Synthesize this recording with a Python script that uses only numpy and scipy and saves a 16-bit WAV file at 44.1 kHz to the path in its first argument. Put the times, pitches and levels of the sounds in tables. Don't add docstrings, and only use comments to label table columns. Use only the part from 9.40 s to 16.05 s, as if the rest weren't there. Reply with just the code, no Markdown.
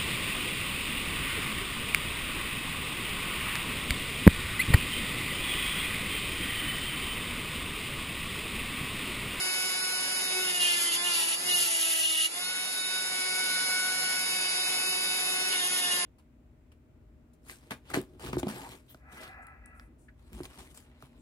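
import sys
import numpy as np
from scipy import signal
from scipy.fft import rfft, irfft, next_fast_len
from scipy.io import wavfile
from scipy.ndimage import uniform_filter1d

SR = 44100
rng = np.random.default_rng(int(sys.argv[2]) if len(sys.argv) > 2 else 0)


def dump_mix(stems):
    frames = np.atleast_2d(stems).T
    limited = np.clip(frames, -1, 1)
    pcm = np.round(limited * 32767).astype(np.int16)
    wavfile.write(sys.argv[1], SR, pcm)


def gain_from_decibels(decibels):
    exponent = np.asarray(decibels, float) / 20
    return 10 ** exponent


N = 293265
SLOW = 16
IDLE_HZ = 371
MID_GAP_HZ = (8230, 8930)

# (multiple of shaft speed, level [dB], part of shake, part of hum, part of tilt)
STRONG_ORDERS = [(1, -56.5, 1, -0.056, -0.078), (2, -57.5, 0.4, -0.057, -0.15),
                 (3, -55.5, 0.14, 0.085, -0.08), (4, -51.5, -0.046, 0.94, 0.0038),
                 (5, -59.5, 0.12, 0.55, .01), (6, -52, .2, 0.9, -0.11), (10, -53.5, 0.014, -0.15, 0.98),
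                 (13, -53, 0.36, 0.13, 0.028), (7, -53.5, 0.46, -.5, 0.42), (8, -51, .1, -0.0047, -0.29),
                 (9, -58, .01, .01, .01), (11, -56, -.1, .5, -.1), (12, -53.5, -0.14, .3, -0.067),
                 (14, -51.5, -0.01, 0.25, -.1)]
# (multiple of shaft speed, level [dB], left-right [dB], left lead [rad])
IDLE_ORDERS = [(1.0, -53.0, 5.0, 2.1), (1.98, -54.0, 3.1, 0.9), (2.56, -57.5, 6.7, 2.4),
               (3.0, -55.0, 1.5, 1.2), (4.0, -42.0, 3.1, 0.6), (4.56, -55.0, 3.0, 2.3),
               (5.0, -51.0, -1.0, -2.4), (5.76, -52.0, 0.2, 1.6), (6.0, -43.0, -0.2, 1.3),
               (6.52, -57.0, -0.1, 2.2), (7.0, -46.0, 1.0, 2.2), (8.0, -47.0, -1.2, 2.3),
               (9.0, -56.0, -1.4, 1.7), (10.0, -46.0, -2.5, 2.6), (11.0, -49.0, 0.2, 2.4),
               (11.46, -58.0, 0.5, 0.7), (12.0, -52.0, -1.9, -1.8), (12.5, -58.0, -1.0, 0.3),
               (13.0, -45.0, -6.3, -0.5), (13.46, -53.0, -4.8, 1.0), (14.0, -45.0, -5.0, 2.9),
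               (15.0, -51.0, -8.3, 3.1), (16.0, -57.0, -4.3, 3.0), (17.0, -57.0, -1.6, 0.0),
               (18.0, -57.0, 1.6, -0.1), (19.0, -58.0, 2.2, -0.9), (20.0, -57.0, 0.8, -1.7),
               (20.44, -57.0, -0.5, -2.5),
               (7.76, -56.5, 0.5, 1.5), (1.97, -57.5, 4.5, 1.66), (9.76, -58, 1.5, 1.5),
               (10.5, -58.5, 1.5, 1.2), (7.04, -51.5, 1.5, 2), (22, -59, 1, -2.9),
               (21, -56, 0, -2.8), (22, -52, 0, -3.1)]
# (time [s], gain [dB])
GAIN_DB = [(0, 0), (1.8, -0.5), (1.95, -2.5), (2.12, 1), (2.3, -3.5), (2.87, -8.5), (2.97, -2.5), (3.6, -2),
           (4.1, 0.26), (6.4, 0.5), (6.65, 1)]
# (frequency [Hz], density [dB per Hz])
FAN_DB = [(200, -27), (350, -9), (1000, -8), (2000, -8), (3300, -10.5), (5000, -6.5), (6300, -10.5),
          (7500, -2.5), (8500, -9.5), (9600, 2.5), (11000, -3.5), (11800, -8), (12300, -87)]
# (frequency [Hz], width [Hz], level [dB])
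VENTS = [(1568, 100, -6.5), (1995, 200, 2.5), (2740, 200, 3), (3256, 140, -5), (3980, 150, -7.5),
         (4570, 81, -6), (5440, 220, -1.5)]
# (frequency [Hz], density [dB per Hz])
SCRAPE_DB = [(1200, -33.5), (2000, -7), (3000, -11.5), (4500, -9), (5500, -8.5), (7500, -1), (9000, 1),
             (11000, 0.5), (11900, -3), (12300, -48)]
# (frequency [Hz], width [Hz], level [dB])
DISC_MODES = [(2436, 110, -10.5), (2600, 120, -6.5), (2700, 70, -3), (2820, 32, 7), (2875, 32, 8),
              (3010, 50, -2), (3175, 38, -5), (3517, 110, -5), (3740, 60, -8), (4030, 45, -7.5),
              (4466, 77, -13.5), (8336, 240, -0.5), (9830, 720, -11), (10580, 250, -10)]
# (frequency [Hz], density [dB per Hz])
ROOM_DB = [(12, -60), (20, -52), (91, -14.5), (128, -21.5), (168, -1.5), (228, -8), (275, 0), (331, -11),
           (366, -4.5), (400, -1), (520, -34), (880, -120)]
# (frequency [Hz], share)
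ALIKE = [(60, .92), (220, 0.86), (330, .3), (5500, 0.23), (6400, 0.99), (7200, 0.81), (7800, 0.66),
         (8500, 1), (9500, 0.84), (10000, 0.93)]
# (frequency [Hz], left lead [rad])
LEAD = [(300, 0.5), (1000, 0.9), (2500, 3), (4500, -1.5), (6100, 1.5), (6800, 0), (7300, -2.5),
        (7650, -2.5), (8900, -4.5), (9400, -3.5), (10400, -6.5)]
# (frequency [Hz], left-right [dB])
TILT_DB = [(60, -1), (170, -1.5), (500, 2), (1450, 0.5), (4190, -0.5), (12100, -1)]
# (frequency [Hz], share)
STONE_ALIKE = [(330, 0.28), (2800, .65), (3300, 0.94), (5000, 0.78), (5700, 0.13), (6200, 0.92),
               (6800, 0.76)] + ALIKE[5:]
# (frequency [Hz], left lead [rad])
STONE_LEAD = [(300, 2.2), (2700, 2.5), (3250, 0.38), (6100, 0.55)] + LEAD[5:]
# (time [s], turns [Hz])
SPEED_HZ = [(0, 370.3), (1.03, 370), (1.18, 357), (1.5, 339.7), (1.57, 343.7), (1.66, 354.7), (1.76, 338.8),
            (1.94, 330), (2.04, 355.5), (2.085, 363), (2.17, 354.5), (2.25, 338.5), (2.62, 322.7),
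            (2.87, 324), (2.95, 352), (3.02, 364), (3.1, 368.7), (3.46, 371.8), (3.8, 370.2), (4.25, 370.7),
            (4.55, 369.8), (6.06, 370.9), (6.15, 368.3), (6.25, 359), (6.33, 366.5), (6.65, 352.3)]
# (time [s], shaft shake [dB], housing hum [dB], tilt to the ports [dB])
GRIP_DB = [(0, 0.5, 0, -3), (.88, -2, -1, 1.5), (.97, 15.5, 3.5, 7), (1.1, 7, 2, 8), (1.4, 5.5, 2.5, 9),
           (1.6, 8.5, 2.5, 5), (1.92, 1, -1.5, -5), (2.2, 4, 2, -5), (2.4, 6, -1, -5), (2.85, 10, 1.5, -2),
           (2.95, 0, -2, 3.5), (3.07, -11, 3, 3), (3.28, -10.5, -2, 5.5), (3.56, -5.5, 6, 6),
           (3.66, -18, 1, 5.5), (3.82, 4, 4, -1.5), (4.03, 2, 2.5, -1), (4.13, -15, 5.5, -1),
           (4.72, -9.5, 5, -6), (4.86, -4, -0.5, 1), (5.3, 0, -2.5, -0.5), (5.9, 2, -4.5, 1),
           (6.16, 1, 3, 3), (6.25, 1, -2.5, 2), (6.36, 1, 0, 1.5), (6.65, 1.5, 3, -3)]
# (frequency [Hz], width [Hz], level [dB])
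HOUSING = [(653.8, 38, 0), (682, 23, -8.5), (715, 37, 9.5), (973, 40, -4.5), (1025, 45, 6), (1085, 30, -4),
           (1473, 37, 9), (1762, 85, 12), (2236, 110, 8), (3680, 290, 4), (4820, 120, 8.5)]
# (start [s], length [s], disc ring [dB], swell of the ring [dB], scrape [dB])
PRESSES = [(0.924, 0.19, -59.5, 23, -50.5), (1.149, .03, -44, 1, -39), (1.207, .14, -35.5, 1, -40),
           (1.369, .012, -40, 1, -38), (1.4, 0.088, -43, -4, -39), (1.524, 0.03, -41.5, 1, -38.5),
           (1.636, 0.019, -46.5, 3, -41), (1.665, 0.022, -37.5, 0, -42), (1.706, 0.022, -37.5, 1, -40.5),
           (1.742, 0.1, -36.5, -0.5, -39), (1.852, 0.045, -42.5, 1, -39), (1.9, 0.048, -38, 0.5, -40.5),
           (2.04, .04, -55, 3, -47), (2.095, 0.052, -38.5, 2, -40), (2.154, .13, -38, 1.5, -35.5),
           (2.308, .23, -37.5, 1.5, -36.5), (2.558, .2, -34.5, -1, -38.5), (2.772, 0.087, -34, 1, -37),
           (6.123, 0.037, -40, 0.5, -51), (6.189, 0.018, -45, 3, -46), (6.243, 0.03, -47, 1.5, -40.5),
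           (6.327, 0.02, -48.5, -2, -39.5), (6.368, 0.036, -45, -1, -43), (6.424, 0.038, -45, 2, -45),
           (6.514, 0.026, -38.5, -3, -41.5), (6.549, 0.027, -43.5, -6, -43), (6.595, 0.03, -45, -4, -44)]
# (start [s], length [s], multiple of shaft speed, level [dB])
SWELLS = [(1.92, .1, 2, 5), (2.2, .65, 2, 6), (1.58, .14, 2, 2), (2.95, .1, 2, 4), (1.6, .1, 3, 5),
          (1.8, .12, 3, 3), (2.96, .1, 3, 5), (1.98, .15, 1, 3), (6.38, .27, 4, -4), (4.85, .3, 4, -3),
          (2.05, .12, 4, -4), (6.08, .4, 8, -7), (1.0, .18, 8, -4), (2.0, .06, 8, -8), (4.15, 1.9, 2, 3),
          (0, 1, 3, 2), (1.25, .3, 3, -6), (1.95, .5, 3, -7), (6.2, .45, 3, 5), (1.1, .2, 4, -4),
          (4.3, .5, 4, 2), (6.22, .08, 4, -6), (6.2, .3, 5, 5), (3.8, .6, 6, 2), (4.7, .3, 6, 4),
          (5.8, .3, 6, -5), (0, .25, 7, 6), (3, .2, 7, 7), (3.4, .25, 7, 5), (4, .5, 7, -5), (5, .6, 7, 6),
          (5.85, .25, 7, 5), (1.2, .38, 9, 12), (1.7, .25, 9, 10), (2.2, .65, 9, 4), (6.2, .45, 9, 9),
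          (.4, .4, 10, -5), (3.37, .24, 10, 8), (3.04, .06, 12, 9), (2.09, .12, 8, -4), (2.6, .27, 7, -5),
          (2.05, .14, 2, -3), (2.95, .15, 6, 3), (6.4, .25, 10, 4), (1.0, .15, 13, -7), (3.3, .12, 13, 5),
          (4.8, .1, 13, 5)]
# (frequency [Hz], level [dB])
STEP_MARGIN_DB = [(200, 16), (800, 16), (1200, 10), (1600, 3.5), (2300, 2.5), (3000, 1.5), (4000, 2),
                  (5200, 4), (6500, 2), (7200, 3), (7900, -1.5), (8600, 5), (9300, 5), (10800, 7)]
# (frequency [Hz], level [dB])
STEP_FLOOR_DB = [(10500, -69.5), (11300, -51), (11900, -38)]
BAND_EDGES = np.r_[0:40:4, 40:96:8, 96:144:12, 144, 160, 176, 196, 216, 240, 264, 292, 320:960:32, 1024]
# (lowest [Hz], highest [Hz])
TOP_HZ = [(11600, 12130), (9850, 10330)]
# (lowest [Hz], highest [Hz])
GAP_TOP_HZ = (8930, 9330)


def unit(x):
    return x / np.sqrt(np.mean(x ** 2) + 1e-20)


def along(points, hz):
    f, v = np.transpose(points)
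    return np.interp(np.log(hz + 1), np.log(f + 1), v)


def peaks_db(table, hz):
    return sum(db / (1 + (2 * (hz - c) / w) ** 2) for c, w, db in table)


def curves(rows):
    s, *cols = np.transpose(rows)
    return [np.interp(np.arange(N) / SR, s, c) for c in cols]


def wobble(rate_hz, step=1):
    knots = rng.standard_normal(int(N * rate_hz / SR) + 4)
    return np.interp(np.arange(0, N, step) * rate_hz / SR, np.arange(len(knots)), knots)


def smooth_noise(shape, frames, axis=-1):
    return unit(uniform_filter1d(rng.standard_normal(shape), size=frames, axis=axis))


def filtered(x, response):
    m = next_fast_len(N + 8192)
    return irfft(rfft(x, m) * response(np.fft.rfftfreq(m, 1 / SR)), m)[..., :N]


def ports(versions, spectrum, alike=ALIKE, lead=LEAD):
    side = np.array([[.5], [-.5]])

    def share(hz):
        return np.clip(along(alike, hz), 0, 1)

    def tilted(hz):
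        return spectrum(hz) * gain_from_decibels(side * along(TILT_DB, hz))

    def common(hz):
        return tilted(hz) * np.sqrt(share(hz)) * np.exp(1j * side * along(lead, hz))

    both = filtered(versions[0], common)
    own = filtered(versions[1:], lambda hz: tilted(hz) * np.sqrt(1 - share(hz)))
    return unit(both + own)


def workshop(gain_db):
    rumble = ports(rng.standard_normal((3, N)), lambda hz: gain_from_decibels(along(ROOM_DB, hz)) * (hz < 400))
    return gain_from_decibels(-54 + 1.5 * gain_db) * rumble


def fan(turns, gain_db):
    beat = 1 + .05 * np.cos(2 * np.pi * turns)
    air = rng.standard_normal((3, N)) * beat * gain_from_decibels(.7 * wobble(60))
    hiss = ports(air, lambda hz: gain_from_decibels(along(FAN_DB, hz) + peaks_db(VENTS, hz)))
    return gain_from_decibels(-32.5 + gain_db + 0.27 * wobble(4.9)) * hiss


def swells(order):
    edge_s = .03
    t = np.arange(0, N, SLOW) / SR
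    return sum(db * np.clip(np.minimum(t - s, s + length - t) / edge_s + .5, 0, 1)
               for s, length, k, db in SWELLS if round(k) == order)


def strong_orders(slow_speed, slow_gain_db):
    shake_db, hum_db, tilt_db = (c[::SLOW] for c in curves(GRIP_DB))
    levels = {}
    for order, db, shake, hum, tilt in STRONG_ORDERS:
        k = round(order)
        grip_db = shake * shake_db + hum * hum_db + tilt * tilt_db
        unrest_db = (.8 + .17 * k) * wobble(9, SLOW)
        levels[k] = db + slow_gain_db + grip_db + peaks_db(HOUSING, k * slow_speed) + swells(k) + unrest_db
    return levels


def whine(turns, speed, gain_db):
    loose_orders, loose_rad = (2, 3, 7, 12), .6
    gain_db = (gain_db - .007 * np.clip(np.gradient(speed) * SR, 0, None))[::SLOW]
    strong = strong_orders(speed[::SLOW], gain_db)
    slowing = np.clip(IDLE_HZ - speed[::SLOW], 0, None)
    idling = np.clip(1.25 - slowing / 8, 0, 1)
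    out = np.zeros((2, N))
    for order, db, pan_db, lead_rad in IDLE_ORDERS:
        whole = round(order)
        off = abs(order - whole)
        bearing = off > .025
        if bearing:
            drift_rad = 1.2
        else:
            drift_rad = .04 * whole + loose_rad * (whole in loose_orders) * idling + 0.006 * whole * slowing
        jitter = drift_rad * wobble(40, SLOW) + rng.uniform(0, 2 * np.pi)

        left = gain_from_decibels(pan_db / 2) * np.exp(1j * (lead_rad + .2 * wobble(3, SLOW)))
        right = gain_from_decibels(-pan_db / 2)
        mid, side = (left + right) / 2, (left - right) / 2

        fade = 0.073 * min(order - 4, 5.1) if bearing else 0.097 + .008 * whole
        mid_db = db + 2.0 + gain_db - fade * slowing
        mid_db = mid_db + 2 * wobble(4, SLOW) + (2 + 0.077 * slowing) * wobble(25, SLOW)
        if bearing and off < .05:
            mid_db = mid_db - 20 * (1 - idling)
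        side_db = mid_db
        if not bearing and whole in strong:
            breakup_db = 1.1 + 0.081 * slowing * min(whole / 5, 1)
            mid_db = strong[whole] - 20 * np.log10(np.maximum(abs(mid), .25)) + breakup_db * wobble(25, SLOW)
            side_db = (side_db + mid_db) / 2

        mid, side = mid * gain_from_decibels(mid_db), side * gain_from_decibels(side_db)
        swing = np.array([mid + side, mid - side]) * np.exp(1j * jitter)
        swing = np.repeat(swing, SLOW, axis=1)[:, :N].astype(np.complex64)
        angle = (2 * np.pi * ((order if bearing else whole) * turns % 1)).astype(np.float32)
        out += np.sqrt(2) * (swing.real * np.cos(angle) - swing.imag * np.sin(angle))
    return out


def pressure():
    bite_db_per_s, lift_db_per_s = 606, 700
    start, length, ring_db, swell_db, scrape_db = np.transpose(PRESSES)[..., None]
    t = np.arange(0, N, SLOW) / SR - start
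    away_db = bite_db_per_s * np.minimum(t, 0) - lift_db_per_s * np.maximum(t - length, 0)
    grown_db = swell_db * np.clip(t / length, 0, 1)
    levels = [ring_db + grown_db, scrape_db, ring_db + 4 + 0.67 * grown_db]
    return [np.repeat((db + away_db).max(0), SLOW)[:N] for db in levels]


def disc_modes(hz):
    return sum((-1) ** k * gain_from_decibels(db) * 1j * hz * w / (c * c - hz * hz + 1j * hz * w)
               for k, (c, w, db) in enumerate(DISC_MODES))


def steadied(ring):
    core = filtered(ring, lambda hz: (hz > 2740) & (hz < 2960))
    power = abs(uniform_filter1d(core.sum(0) ** 2, size=700))
    evening = (power / power.mean() + .05) ** (-.7 / 2)
    stutter = gain_from_decibels(2.5 * wobble(70))
    return ring + core * (evening * stutter - 1)


def grinding(turns, gain_db):
    ring_db, scrape_db, chatter_db = pressure()
    spot = np.exp(3 * np.cos(2 * np.pi * turns))
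    grit = rng.standard_normal((6, N)) * (1 + 0.012 * spot)
    ring_grit_db = 1.6 * wobble(45) + 0.81 * wobble(300)
    scrape_grit_db = 1.2 * wobble(45) + 0.66 * wobble(300)
    grit = grit * gain_from_decibels(np.repeat([ring_grit_db, scrape_grit_db], 3, axis=0))
    ring = steadied(ports(grit[:3], disc_modes, STONE_ALIKE, STONE_LEAD))
    scrape = ports(grit[3:], lambda hz: gain_from_decibels(along(SCRAPE_DB, hz)), STONE_ALIKE, STONE_LEAD)

    knock = np.diff(np.floor(turns), prepend=0) * gain_from_decibels(0.26 * wobble(200))
    knocks = np.array([knock, np.roll(knock, 31), np.roll(knock, 77)])
    chatter = ports(knocks, lambda hz: disc_modes(hz) + 0.3 * (hz > 1500) * (hz < 6000),
                    STONE_ALIKE, STONE_LEAD)
    chatter = gain_from_decibels(chatter_db + 0.63 * gain_db) * chatter
    return gain_from_decibels(ring_db + 5.0) * ring + gain_from_decibels(scrape_db + 8) * scrape + chatter


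def scene():
    speed = uniform_filter1d(curves(SPEED_HZ)[0], size=1500, mode="nearest")
    gain_db, = curves(GAIN_DB)
    flutter_hz = .08 * np.clip(IDLE_HZ - speed, 0, 25) * wobble(45)
    turns = np.cumsum(speed + .5 * wobble(12) + flutter_hz) / SR
    tool = fan(turns, gain_db) + whine(turns, speed, gain_db)
    return workshop(gain_db) + tool + grinding(turns, gain_db)


def coarse_steps(pair):
    hop, grid = 1024, 394
    rise = np.cumsum(np.kaiser(hop + 1, 4 * np.pi))
    half = np.sqrt(rise[:-1] / rise[-1])
    n, k = np.arange(2 * hop)[:, None], np.arange(hop)
    window = np.r_[half, half[::-1]][:, None]
    basis = window * np.cos(np.pi / hop * (n + .5 + hop / 2) * (k + .5)) * np.sqrt(2 / hop)
    count = N // hop + 3
    blocks = np.pad(pair, ((0, 0), (2 * hop - grid, (count - 1) * hop - N + grid))).reshape(2, -1, hop)
    c = np.concatenate([blocks[:, :-1], blocks[:, 1:]], axis=2) @ basis

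    width = np.diff(BAND_EDGES)
    band_hz = (BAND_EDGES[:-1] + BAND_EDGES[1:]) * SR / (4 * hop)
    power = np.add.reduceat((c ** 2).sum(0), BAND_EDGES[:-1], axis=1) / width
    power = power + .25 * (np.roll(power, 1, axis=1) + np.roll(power, -1, axis=1))
    step = np.sqrt(power) * gain_from_decibels(.8 * rng.standard_normal(power.shape) - along(STEP_MARGIN_DB, band_hz))
    step = step + gain_from_decibels(along(STEP_FLOOR_DB, band_hz))
    step = step * gain_from_decibels(2.2 * smooth_noise((len(step), 1), 3, axis=0))
    step = step * gain_from_decibels(2.2 * smooth_noise(step.shape, 6, axis=0))
    step = np.repeat(step, width, axis=1)
    c = np.sign(c) * step * np.floor(abs(c / step) ** (3 / 4) + .4054) ** (4 / 3)

    bin_hz = k * SR / (2 * hop)
    frames = c.shape[1]
    top_hz = np.array([(lo + hi) / 2 + (hi - lo) / 3 * smooth_noise(frames, 3) for lo, hi in TOP_HZ])
    c = c * (bin_hz < top_hz[..., None])
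    resume_hz = np.mean(GAP_TOP_HZ) + np.ptp(GAP_TOP_HZ) / 3 * smooth_noise((frames, 1), 3, axis=0)
    c[0] *= (bin_hz < MID_GAP_HZ[0]) | (bin_hz > resume_hz)

    back = c @ basis.T
    blocks = back[:, :-1, hop:] + back[:, 1:, :hop]
    return blocks.reshape(2, -1)[:, hop - grid:][:, :N]


def within(hz, low_hz, high_hz):
    return (hz > low_hz) & (hz < high_hz)


def mid_response(hz):
    return ~within(hz, *MID_GAP_HZ) * gain_from_decibels(-3.4 * within(hz, 7580, 9000))


def side_response(hz):
    low = np.where(hz < 90, .6, .25)
    return np.where(hz < 260, low, gain_from_decibels(-3.5 * within(hz, 6250, 7000)))


def roll_off(x):
    return signal.sosfilt(signal.butter(12, 12730, fs=SR, output="sos"), x)


def record(dry):
    mid = filtered((dry[0] + dry[1]) / 2, mid_response)
    side = filtered((dry[0] - dry[1]) / 2, side_response)
    mid, side = coarse_steps(np.array([mid, side]))
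    return roll_off(np.array([mid + side, mid - side]))


dry = scene()
out = record(dry)
dump_mix(out)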